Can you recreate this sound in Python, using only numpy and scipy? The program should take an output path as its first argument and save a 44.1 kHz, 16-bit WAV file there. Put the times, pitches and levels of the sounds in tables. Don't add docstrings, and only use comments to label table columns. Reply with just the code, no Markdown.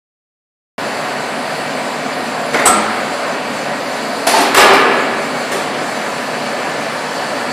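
import sys
import numpy as np
from scipy import signal
from scipy.fft import rfft, irfft, next_fast_len
from scipy.io import wavfile
from scipy.ndimage import uniform_filter1d, map_coordinates

SR = 44100
rng = np.random.default_rng(int(sys.argv[2]) if len(sys.argv) > 2 else 0)


def inscribe(sig):
    pcm = np.round(np.clip(np.atleast_2d(sig).T, -1, 1) * 32767)
    wavfile.write(sys.argv[1], SR, pcm.astype(np.int16))


N = 331632

# t/s, level/dB, weight (0 a light touch, 1 the whole mass seating)
SLIDE_CONTACTS = [(2.532, -13.5, 0), (2.543, -8.5, 0.53), (2.586, -11.5, 0.2)]
CLAMP_CONTACTS = [(4.267, -8.5, 0.23), (4.333, -11, 0.8), (4.358, -11.5, 0.82), (4.403, -16, .1)]
VALVE_CONTACTS = [(5.514, -15.5, 0.4), (5.562, -28, 0.12)]
# f/Hz, level/dB, t60/s
CLAMP_VALVE_MODES = [(274.6, -6, 0.74), (392, -7, 0.74), (693, 1.5, 0.32), (815, -8, 1), (890, 3, 0.37),
                     (4520, -20, 0.28)]


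def die():
    contacts = [(4.544, -6.5, 0), (4.569, -3.5, 0.45), (4.603, -8.5, 0.56), (4.73, -19, 0)]  # t/s, level/dB, weight
    colour = [(30, -29), (120, -21), (220, -8), (420, 4), (1150, 5), (1500, 1.5), (2500, 0), (3600, -5),
              (5200, -6), (6500, -13.5), (8000, -8.5), (14500, -17.5)]
    modes = [(210, -17, 2.2), (273.4, -11.5, 1.5), (394, -3.5, 2.5), (468, -12.5, 3.6), (534, -22, 1.4),
             (747, -7.5, 2.25), (823, 0, 0.46), (1071, -17, 0.74), (1134, -9, 1.8), (1215, -5, 1.8),
             (1335, -24, 1), (1438, -13, 1.7), (1700, -0.5, 1.6), (1770, -10, 0.93), (2236, -14, 2.8),
             (2326, -10, 2.2), (2766, -5, 1.1), (4030, -19, 2), (5160, -16, 1.5)]
    return blows(contacts, colour, modes, t60=0.33, bright_db=0.5, ring_db=-18,
                 hall_db=-1.5, rattle_db=-3, blur=0.7, ripple_db=1.5)


def clamp():
    colour = [(30, -33), (110, -22), (270, -3), (430, -4), (800, 2), (1300, -3.5), (2000, -3.5), (3300, -9),
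              (4700, -5), (6200, -12.5), (10500, -14), (14500, -25.5)]
    return blows(CLAMP_CONTACTS, colour, CLAMP_VALVE_MODES, t60=0.37, bright_db=1.34, ring_db=-15,
                 hall_db=-5, rattle_db=0.7, blur=1.77, ripple_db=2)


def steel_stop():
    contacts = [(2.655, -6, 0.16), (2.668, -12, 0.23)]  # t/s, level/dB, weight
    colour = [(30, -27), (90, -10), (200, -13), (450, -4), (800, 8.5), (1400, -1), (2800, -5.5), (6300, -7),
              (8200, -2), (9800, -4.5), (11500, -13), (14500, -23)]
    modes = [(215.5, -19.5, 1.9), (332.5, -14.5, 0.77), (739, -10, 0.64), (1245, -12.5, 1.13),
             (1334, -11, 0.95), (4700, -23, .4), (7560, -10, 0.22), (7860, -4, 0.15), (8040, -8, 0.33),
             (8150, -14, 0.59), (8340, -5.5, 0.19), (8800, -11, 0.14), (9150, -14, 0.18), (9830, -6, 0.095),
             (12550, -20, 0.22)]
    return blows(contacts, colour, modes, t60=0.22, bright_db=-0.3, ring_db=-2,
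                 hall_db=-8, rattle_db=0.5, blur=2.04, ripple_db=1, side_db=-16)


def slide():
    colour = [(30, -29), (90, -25), (280, 0), (600, 3.5), (900, -3), (2100, -2.5), (3300, -15.5),
              (7500, -25), (14000, -38)]
    modes = [(286, -8, 0.49), (572, -6, 0.89), (1470, 0, 0.38), (2020, 5.5, 0.32), (2080, -12, 0.41)]  # f/Hz, level/dB, t60/s
    return blows(SLIDE_CONTACTS, colour, modes, t60=0.22, bright_db=1.5, ring_db=-21.5,
                 hall_db=-7.5, rattle_db=3.5, blur=2.65, ripple_db=4)


def valve():
    colour = [(50, -21), (150, -1), (400, 9.5), (1500, 1), (3000, -6), (6000, -13.5), (8500, -11),
              (11000, -20), (14500, -23)]
    return blows(VALVE_CONTACTS, colour, CLAMP_VALVE_MODES, t60=0.33, bright_db=2.5, ring_db=-28,
                 hall_db=-3, rattle_db=0, blur=1.5, ripple_db=3.5)


def blows(contacts, colour, modes, t60, bright_db, ring_db, hall_db, rattle_db, blur, ripple_db,
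          side_db=0):
    out, t = np.zeros((2, N)), np.arange(SR + SR // 4) / SR
    resonances = ripple(ripple_db)
    metal = lambda tilt_db: unit(filtered(noise(colour, tilt_db, len(t)), resonances))
    for s, db, weight in contacts:
        tilt_db = bright_db - 4 * weight
        rattle = unit(amp(rattle_db * wobble(261, len(t))))
        clatter = metal(tilt_db) * rattle * amp(-60 * t / t60)
        echo = hall(metal(tilt_db), t, hall_db)
        ringing = amp(ring_db + 16 * weight) * ring(modes, t, blur)
        rise_s = 0.0024 * 3 ** weight
        attack = 1 - np.exp(-t / rise_s)
        add(out, s, amp(db) * attack * (clatter + echo + ringing))
    return out * amp([[0], [side_db]])


def ring(modes, t, blur):
    mid = sum(amp(db - 60 * t / t60) * fuzzy(hz, blur * np.sqrt(hz), len(t)) for hz, db, t60 in modes)
    return np.array([mid, np.zeros(len(t))])


def hall(sound, t, level_db, build_s=0.037):
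    decay_times = [(60, 0.46), (200, 3.5), (600, 1.5), (1500, 2.1), (3000, 1.46), (5000, 0.8), (8000, 0.59),
                   (14000, 0.31)]
    tail = shaded(sound, lambda hz, age: amp(-60 * age / along(decay_times, hz)))
    return tail * amp(level_db) * (1 - np.exp(-t / build_s))


def pump(piston_hz=199.0, drift=0.00019, idle_db=-23, loaded_db=3.5, pressure_rise_s=0.44):
    harmonics = [(27, -50), (28, -65), (29, -62), (30, -54.5), (31, -63), (33, -55), (35, -66), (36, -67),
                 (39, -62), (42, -56)]
    pipe_modes = [(1750, 5, -39), (3100, 6.9, -56), (3220, 5, -63)]  # f/Hz, width/Hz, level/dB
    loaded_s = np.maximum(np.arange(N) / SR - VALVE_CONTACTS[0][0], 0)
    pressure = 1 - np.exp(-loaded_s / pressure_rise_s)
    phase = 2 * np.pi * np.cumsum(piston_hz * (1 + drift * wobble(3.8))) / SR
    whine = sum(amp(db + 2.5 * wobble(3.2)) * np.sqrt(2) * np.sin(k * phase) for k, db in harmonics)
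    gain = amp(idle_db) * (1 - pressure) + amp(loaded_db) * pressure
    return gain * (whine + drones(pipe_modes))


def loose_metal(width_octaves=0.059, strays=10, stray_db=-39, stray_hz=8100, stray_t60=0.2):
    jolted = [(2.535, -33, 8000, .15), (4.267, -21.5, 10500, 0.43), (4.384, -20, 8500, .07),
              (4.572, -17, 7750, .2)]
    out, t = np.zeros((2, N)), np.arange(SR // 2) / SR
    stray = [(when * N / SR, stray_db, stray_hz * 2 ** (pitch - 0.5), stray_t60)
             for when, pitch in rng.random((strays, 2))]
    attack = 1 - np.exp(-t / 0.0021)
    for s, db, hz, t60 in jolted + stray:
        resonance = lambda f: 1 / (1 + (np.log2((f + 1) / hz) / width_octaves) ** 2)
        band = unit(filtered(rng.standard_normal((2, len(t))), resonance))
        add(out, s, band * amp(db - 60 * t / t60) * attack)
    return out


def motors_and_fans(flow_db=1.5, flow_lead_s=0.089, flow_half_s=0.19):
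    roar_colour = [(25, -56), (70, -34.5), (105, -17.5), (150, -9), (180, -10), (255, 0), (345, -7),
                   (450, -2), (680, 1.5), (850, -3.5), (1300, -5.5), (2300, -9), (3600, -19), (4800, -20),
                   (6000, -28.5), (9000, -64)]
    hiss_colour = [(2500, -47), (3600, -3.5), (4500, 6), (5500, -10), (6300, -4), (8000, -1.5), (9000, -7),
                   (10500, -6.5), (11800, -15.5), (14500, -17.5)]
    motor_panel_modes = [(122.6, 5, -53), (153.1, 16, -40.5), (211.1, 22, -37), (242, 8, -37.5),
                         (250.5, 10, -39), (281.5, 18, -38), (576, 22, -31.5), (729, 29, -34),
                         (884, 27, -53), (1708, 23, -44)]
    t = np.arange(N) / SR
    flow = sum(np.exp(-((t - part[0][0] + flow_lead_s) / flow_half_s) ** 2)
               for part in (SLIDE_CONTACTS, CLAMP_CONTACTS))
    roar = amp(-20.5 + 0.29 * wobble(6.4)) * turbulence(noise(roar_colour), depth_db=0.6)
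    hiss = amp(-35 + flow_db * flow + wobble(12)) * turbulence(noise(hiss_colour), depth_db=1.5)
    return filtered(roar + hiss, ripple(depth_db=2)) + amp(-2.5) * drones(motor_panel_modes)


def drones(modes):
    return sum(amp(db) * fuzzy(hz, width) for hz, width, db in modes)


def turbulence(x, depth_db):
    def gain(hz, t):
        field = rng.standard_normal((len(hz), len(t)))
        patches = uniform_filter1d(uniform_filter1d(field, 14, axis=0), 12, axis=1)
        return amp(depth_db * unit(patches))
    return shaded(x, gain)


def ripple(depth_db, count=500):
    grid_hz = np.geomspace(700, 15000, count)
    levels = depth_db * rng.standard_normal(count)
    return lambda hz: amp(np.interp(hz, grid_hz, levels, left=0))


def fuzzy(hz, width, size=N):
    phase = 2 * np.pi * hz * np.arange(size) / SR
    return unit(wobble(width, size) * np.cos(phase) + wobble(width, size) * np.sin(phase))


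def noise(colour, tilt_db=0, size=N):
    gain = lambda hz: amp(along(colour, hz) + tilt_db * np.log2(np.maximum(hz, 400)))
    return unit(filtered(rng.standard_normal((2, size)), gain))


def wobble(rate, size=N):
    knots = rng.standard_normal(2048)
    coarse = np.arange(0, size + 32, 32)
    return np.interp(np.arange(size), coarse, map_coordinates(knots, [coarse * rate / SR], mode="wrap"))


def filtered(x, gain):
    size = x.shape[-1]
    padded = next_fast_len(size + 8192)
    return irfft(rfft(x, padded) * gain(np.fft.rfftfreq(padded, 1 / SR)), padded)[..., :size]


def shaded(x, gain):
    hz, t, spectrum = signal.stft(x, SR, nperseg=512)
    return signal.istft(spectrum * gain(hz[:, None], t), SR, nperseg=512)[1][:, :x.shape[-1]]


def along(points, hz):
    f, values = np.transpose(points)
    return np.interp(np.log(hz + 1), np.log(f + 1), values)


def amp(db):
    return 10 ** (np.asarray(db) / 20)


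def unit(x):
    return x / np.sqrt(np.mean(np.abs(x) ** 2) + 1e-20)


def add(track, s, sound):
    part = track[:, round(s * SR):][:, :sound.shape[-1]]
    part += sound[..., :part.shape[-1]]


def scene():
    stereo_width = [(20, -68), (4000, -76), (4600, -44), (5700, -16), (7000, -6.5), (10000, -5),
                    (13000, -6)]
    mid, side = (motors_and_fans() + pump()
                 + slide() + steel_stop() + clamp() + die() + valve() + loose_metal())
    side = filtered(side, lambda hz: amp(along(stereo_width, hz)))
    return np.array([mid + side, mid - side])


def record(dry, on_s=0.781, hardness=6, top_hz=14350):
    live = dry * (np.arange(N) >= on_s * SR)
    clipped = live / (1 + np.abs(live) ** hardness) ** (1 / hardness)
    return filtered(clipped, lambda hz: 1 / np.sqrt(1 + (hz / top_hz) ** 300))


dry = scene()
out = record(dry)
inscribe(out)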